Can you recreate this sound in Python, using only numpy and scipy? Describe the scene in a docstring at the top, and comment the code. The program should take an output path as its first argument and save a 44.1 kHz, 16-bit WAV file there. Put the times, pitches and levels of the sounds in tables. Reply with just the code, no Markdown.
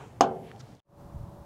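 """Outdoors in a yard, the heavy steel lid of a barrel smoker drops shut.
The rim clacks and seats; the struck shell rings low.
A hand slides off the handle with light scuffs and ticks, over a low outdoor rumble.
The sound drops out, then fades back in on a distant rush, a faint hum and wind bumping the microphone."""
import sys
import numpy as np
from scipy import signal
from scipy.fft import rfft, irfft, next_fast_len
from scipy.io import wavfile
from scipy.ndimage import map_coordinates

SR = 44100
rng = np.random.default_rng(int(sys.argv[2]) if len(sys.argv) > 2 else 0)


def pcm_store(signal):
    """Save signal as 16-bit PCM."""
    levels = np.round(np.clip(np.atleast_2d(signal), -1, 1) * 32767)
    wavfile.write(sys.argv[1], SR, levels.astype(np.int16).T)


N = 63945

# Rim contacts with the barrel. Each row: start in seconds, knock gain in dB, crack gain in dB.
RIM_CONTACTS = [(.2087, 1.5, -18.5), (0.2122, -7.5, -27), (0.2189, -13, -38.5), (.2372, -22, -55)]


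def rim():
    """Each contact is a hollow knock with a bright crack; the narrow rim radiates little bass."""
    # Heavily damped modes. Each row: frequency in Hz, relative level in dB, t60 in seconds.
    knock_modes = [(91, -20, 0.055), (202.6, -23.5, 0.11), (282.7, -19, 0.087), (448, -10, 0.036),
                   (705.5, -14.5, 0.13), (767, -10.5, 0.055), (986, -13, 0.05), (1260, -39, 0.026),
                   (1752, -37, 0.068), (2925, -28.5, 0.056), (4950, -29, 0.017), (6413, -28.5, 0.051)]
    # Each row: frequency in Hz, relative density in dB.
    crack_spectrum = [(200, -34.5), (800, -23.5), (2000, -12.5), (4000, -10), (5800, -2), (8000, -12),
                      (11000, -31.5), (15000, -30)]
    knock = low_cut(ring(knock_modes) * attack(rise_s=0.00012), hz=287)
    out = np.zeros(N)
    for start_s, knock_db, crack_db in RIM_CONTACTS:
        crack = noise(crack_spectrum) * decay(clock(), t60_s=0.014)
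        out += at(start_s, amp(crack_db) * crack - amp(knock_db) * knock)
    return out


def shell():
    """The steel barrel rings from the first contact: clear modes over a wash whose treble dies first."""
    # Each row: frequency in Hz, relative level in dB, t60 in seconds.
    shell_modes = [(116, -44, 1), (162, -43, 1.3), (187, -43, 1), (205, -39, .6), (235, -40, .7),
                   (263, -38, .65), (375.5, -27, .6), (401, -38, .55), (445, -34.5, .78), (477, -37, .5),
                   (528, -30.5, .38), (565, -33, .35), (603, -39, .55), (680, -33, .6), (699, -32.5, .56),
                   (778, -31, .56), (824, -34, .47), (1028, -36, .3), (1109, -33, .2), (1385, -45, .38),
                   (1540, -46, .38), (2150, -58, .6), (2600, -56, .35), (3040, -55, .4)]
    # Wash of many weaker modes. Each row: frequency in Hz, relative density in dB.
    wash_spectrum = [(40, -43), (110, -29.5), (240, -8), (315, -19.5), (450, -3), (600, -8), (780, -2),
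                     (930, -8.5), (1200, -8), (1550, -11.5), (2000, -29), (3000, -15.5), (3700, -23.5),
                     (6800, -28), (8500, -39.5), (15000, -51)]
    # Each row: frequency in Hz, t60 in seconds.
    wash_t60 = [(120, 0.68), (300, 0.81), (750, 0.43), (1300, 0.23), (2500, 0.16), (6000, 0.13),
                (12000, 0.1)]
    hz, frame_s, bins = signal.stft(noise(wash_spectrum), SR, nperseg=256)
    damping = decay(frame_s, along(wash_t60, hz)[:, None])
    wash = signal.istft(bins * damping, SR, nperseg=256)[1][:N]
    tones = ring(shell_modes, waver_rad=0.2)
    ringing = attack(rise_s=0.001) * (amp(-22) * wash - amp(0.5) * tones)
    return at(RIM_CONTACTS[0][0], ringing)


def scuffs():
    """Lid, hand and sleeve rub in soft swells of band noise."""
    # Each row: peak time in seconds, level in dB, rise and fall in seconds, centre in Hz, width in octaves.
    rubs = [(.005, -47.5, 0.03, 0.039, 810, 1), (.01, -50.5, .03, 0.044, 423, 0.21),
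            (.01, -63, 0.029, 0.051, 2650, 0.61), (.04, -69.5, 0.093, 0.045, 6700, 0.57),
            (.45, -75, 0.11, 0.044, 10900, 0.51), (.487, -61, 0.039, 0.033, 2400, 1),
            (0.567, -50.5, 0.041, 0.01, 754, 0.22), (0.605, -55, 0.0076, 0.0066, 5320, 0.58),
            (0.607, -56.5, 0.0047, 0.0077, 1440, 1), (.66, -70, 0.11, 0.097, 4170, 1)]
    return sum(amp(db) * swell(peak_s, rise_s, fall_s) * band(hz, octaves)
               for peak_s, db, rise_s, fall_s, hz, octaves in rubs)


def handle_ticks():
    """The handle ticks in tiny, fast-dying noise bursts."""
    # Each row: start in seconds, gain in dB, centre in Hz, width in octaves, t60 in seconds.
    ticks = [(0.5152, -31.5, 1630, 1, 0.0055), (0.5612, -51, 3540, 1, 0.0097),
             (0.6073, -47.5, 3520, 0.36, 0.025), (.751, -54, 5800, .7, .008),
             (.768, -52.5, 3610, 0.16, 0.0047), (0.7947, -52, 3370, 0.15, 0.007),
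             (0.801, -53, 3410, 0.13, 0.008)]
    onset = attack(rise_s=0.00052)
    return sum(at(start_s, amp(db) * onset * decay(clock(), t60_s) * band(hz, octaves))
               for start_s, db, hz, octaves, t60_s in ticks)


def wind():
    """A low gust whose eddies each push the microphone for a cycle or two."""
    # Each row: peak time in seconds, relative level in dB, Gaussian sigma in seconds, frequency in Hz.
    eddies = [(1.054, -58, 0.015, 67), (1.147, -44, 0.0028, 135), (1.161, -41.5, 0.0035, 87.6),
              (1.194, -50, 0.0052, 109), (1.212, -41.5, 0.0029, 118), (1.239, -42, 0.0036, 99),
              (1.288, -47.5, 0.0038, 112), (1.408, -57, 0.013, 70)]
    # Each row: frequency in Hz, relative density in dB.
    gust_spectrum = [(25, 8), (70, 12.5), (130, -20), (250, -4.5), (600, -49)]
    bumps = sum(amp(db) * swell(peak_s, sigma_s, sigma_s) * np.sin(2 * np.pi * hz * (clock() - peak_s))
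                for peak_s, db, sigma_s, hz in eddies)
    gust = amp(-54) * swell(peak_s=1.189, rise_s=0.038, fall_s=0.038) * noise(gust_spectrum)
    return bumps + gust


def yard_rumble():
    """Steady, low outdoor noise."""
    # Each row: frequency in Hz, relative density in dB.
    rumble_spectrum = [(25, -24), (60, -5.5), (90, -4.5), (125, 3), (220, -9), (400, -13), (800, -15),
                       (1300, -24.5), (2200, -30.5), (4000, -38.5), (7000, -39.5), (15000, -49)]
    return amp(-48) * noise(rumble_spectrum)


def distant_rush():
    """Dull, steady noise from far away."""
    # Each row: frequency in Hz, relative density in dB.
    rush_spectrum = [(20, 0), (64, -3), (165, 2.5), (270, -9.5), (360, -7.5), (480, -12), (940, -9),
                     (1500, -24), (2200, -34), (4000, -35), (15000, -41)]
    return amp(-61) * noise(rush_spectrum)


def hum():
    """A faint, slightly unsteady hum from far away."""
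    # Each row: frequency in Hz, relative level in dB.
    tones = [(323, -72), (571, -67.5)]
    return sum(amp(db) * wavering_sine(hz, waver_rad=0.5, knots_per_s=12) for hz, db in tones)


def amp(db):
    """Decibels to gain."""
    return 10 ** (np.asarray(db) / 20)


def clock():
    """Sample times in seconds."""
    return np.arange(N) / SR


def at(start_s, x):
    """x delayed to start_s."""
    return np.pad(x, (max(round(start_s * SR), 0), 0))[:N]


def along(points, hz):
    """Interpolate (Hz, value) points on a log frequency axis."""
    point_hz, values = np.transpose(points)
    return np.interp(np.log(hz + 1), np.log(point_hz + 1), values)


def filtered(x, response):
    """x shaped by a gain function of Hz."""
    size = next_fast_len(N + SR // 2)
    return irfft(rfft(x, size) * response(np.fft.rfftfreq(size, 1 / SR)), size)[:N]


def low_cut(x, hz):
    """Second-order high-pass."""
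    return signal.sosfilt(signal.butter(2, hz, "highpass", fs=SR, output="sos"), x)


def shaped_noise(response):
    """Noise of rms 1, shaped by a gain function of Hz."""
    x = filtered(rng.standard_normal(N), response)
    return x / np.sqrt(np.mean(x ** 2) + 1e-20)


def noise(spectrum):
    """Noise of rms 1 along (Hz, dB) points."""
    return shaped_noise(lambda hz: amp(along(spectrum, hz)))


def band(centre_hz, octaves):
    """Noise of rms 1 in one resonance."""
    return shaped_noise(lambda hz: 1 / (1 + (np.log2((hz + 1) / centre_hz) / octaves) ** 2) ** 2)


def attack(rise_s):
    """Exponential rise to 1."""
    return 1 - np.exp(-clock() / rise_s)


def decay(t, t60_s):
    """Exponential decay from 1."""
    return amp(-60 * t / np.maximum(t60_s, 1e-3))


def swell(peak_s, rise_s, fall_s):
    """Gaussian hump with its own sigma on each side."""
    t = clock() - peak_s
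    return np.exp(-0.5 * (t / np.where(t < 0, rise_s, fall_s)) ** 2)


def fade(points):
    """Gain along (seconds, dB) points."""
    return amp(np.interp(clock(), *np.transpose(points)))


def wavering_sine(hz, waver_rad, knots_per_s):
    """Sine whose phase drifts along a smooth random curve."""
    drift = map_coordinates(rng.standard_normal(400), [clock() * knots_per_s], mode="wrap")
    return np.sin(2 * np.pi * hz * clock() + waver_rad * drift)


def ring(modes, waver_rad=0):
    """Damped sines struck at time 0."""
    return sum(amp(db) * decay(clock(), t60_s) * wavering_sine(hz, waver_rad, knots_per_s=30)
               for hz, db, t60_s in modes)


def scene():
    """The lid shuts in the yard; after a brief dropout, rush, hum and wind fade in."""
    # Gain into and out of the dropout. Each row: time in seconds, gain in dB.
    fade_out = [(.73, -1), (.8, -12.5)]
    fade_in = [(.845, -40), (.853, -19), (.9, -0.5), (.95, 5), (1.0, 12)]
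    dropout_s = 0.8025
    closing = (rim() + shell() + yard_rumble()) * fade(fade_out) + scuffs() + handle_ticks()
    open_air = (distant_rush() + hum() + wind()) * fade(fade_in)
    return np.where(clock() < dropout_s, closing, open_air)[None]


def record(dry):
    """The microphone loses the deepest bass; the top treble is cut steeply."""
    top_hz = 15900
    x = low_cut(dry[0], hz=21)
    return filtered(x, lambda hz: 1 / (1 + (hz / top_hz) ** 120))[None]


dry = scene()
out = record(dry)
pcm_store(out)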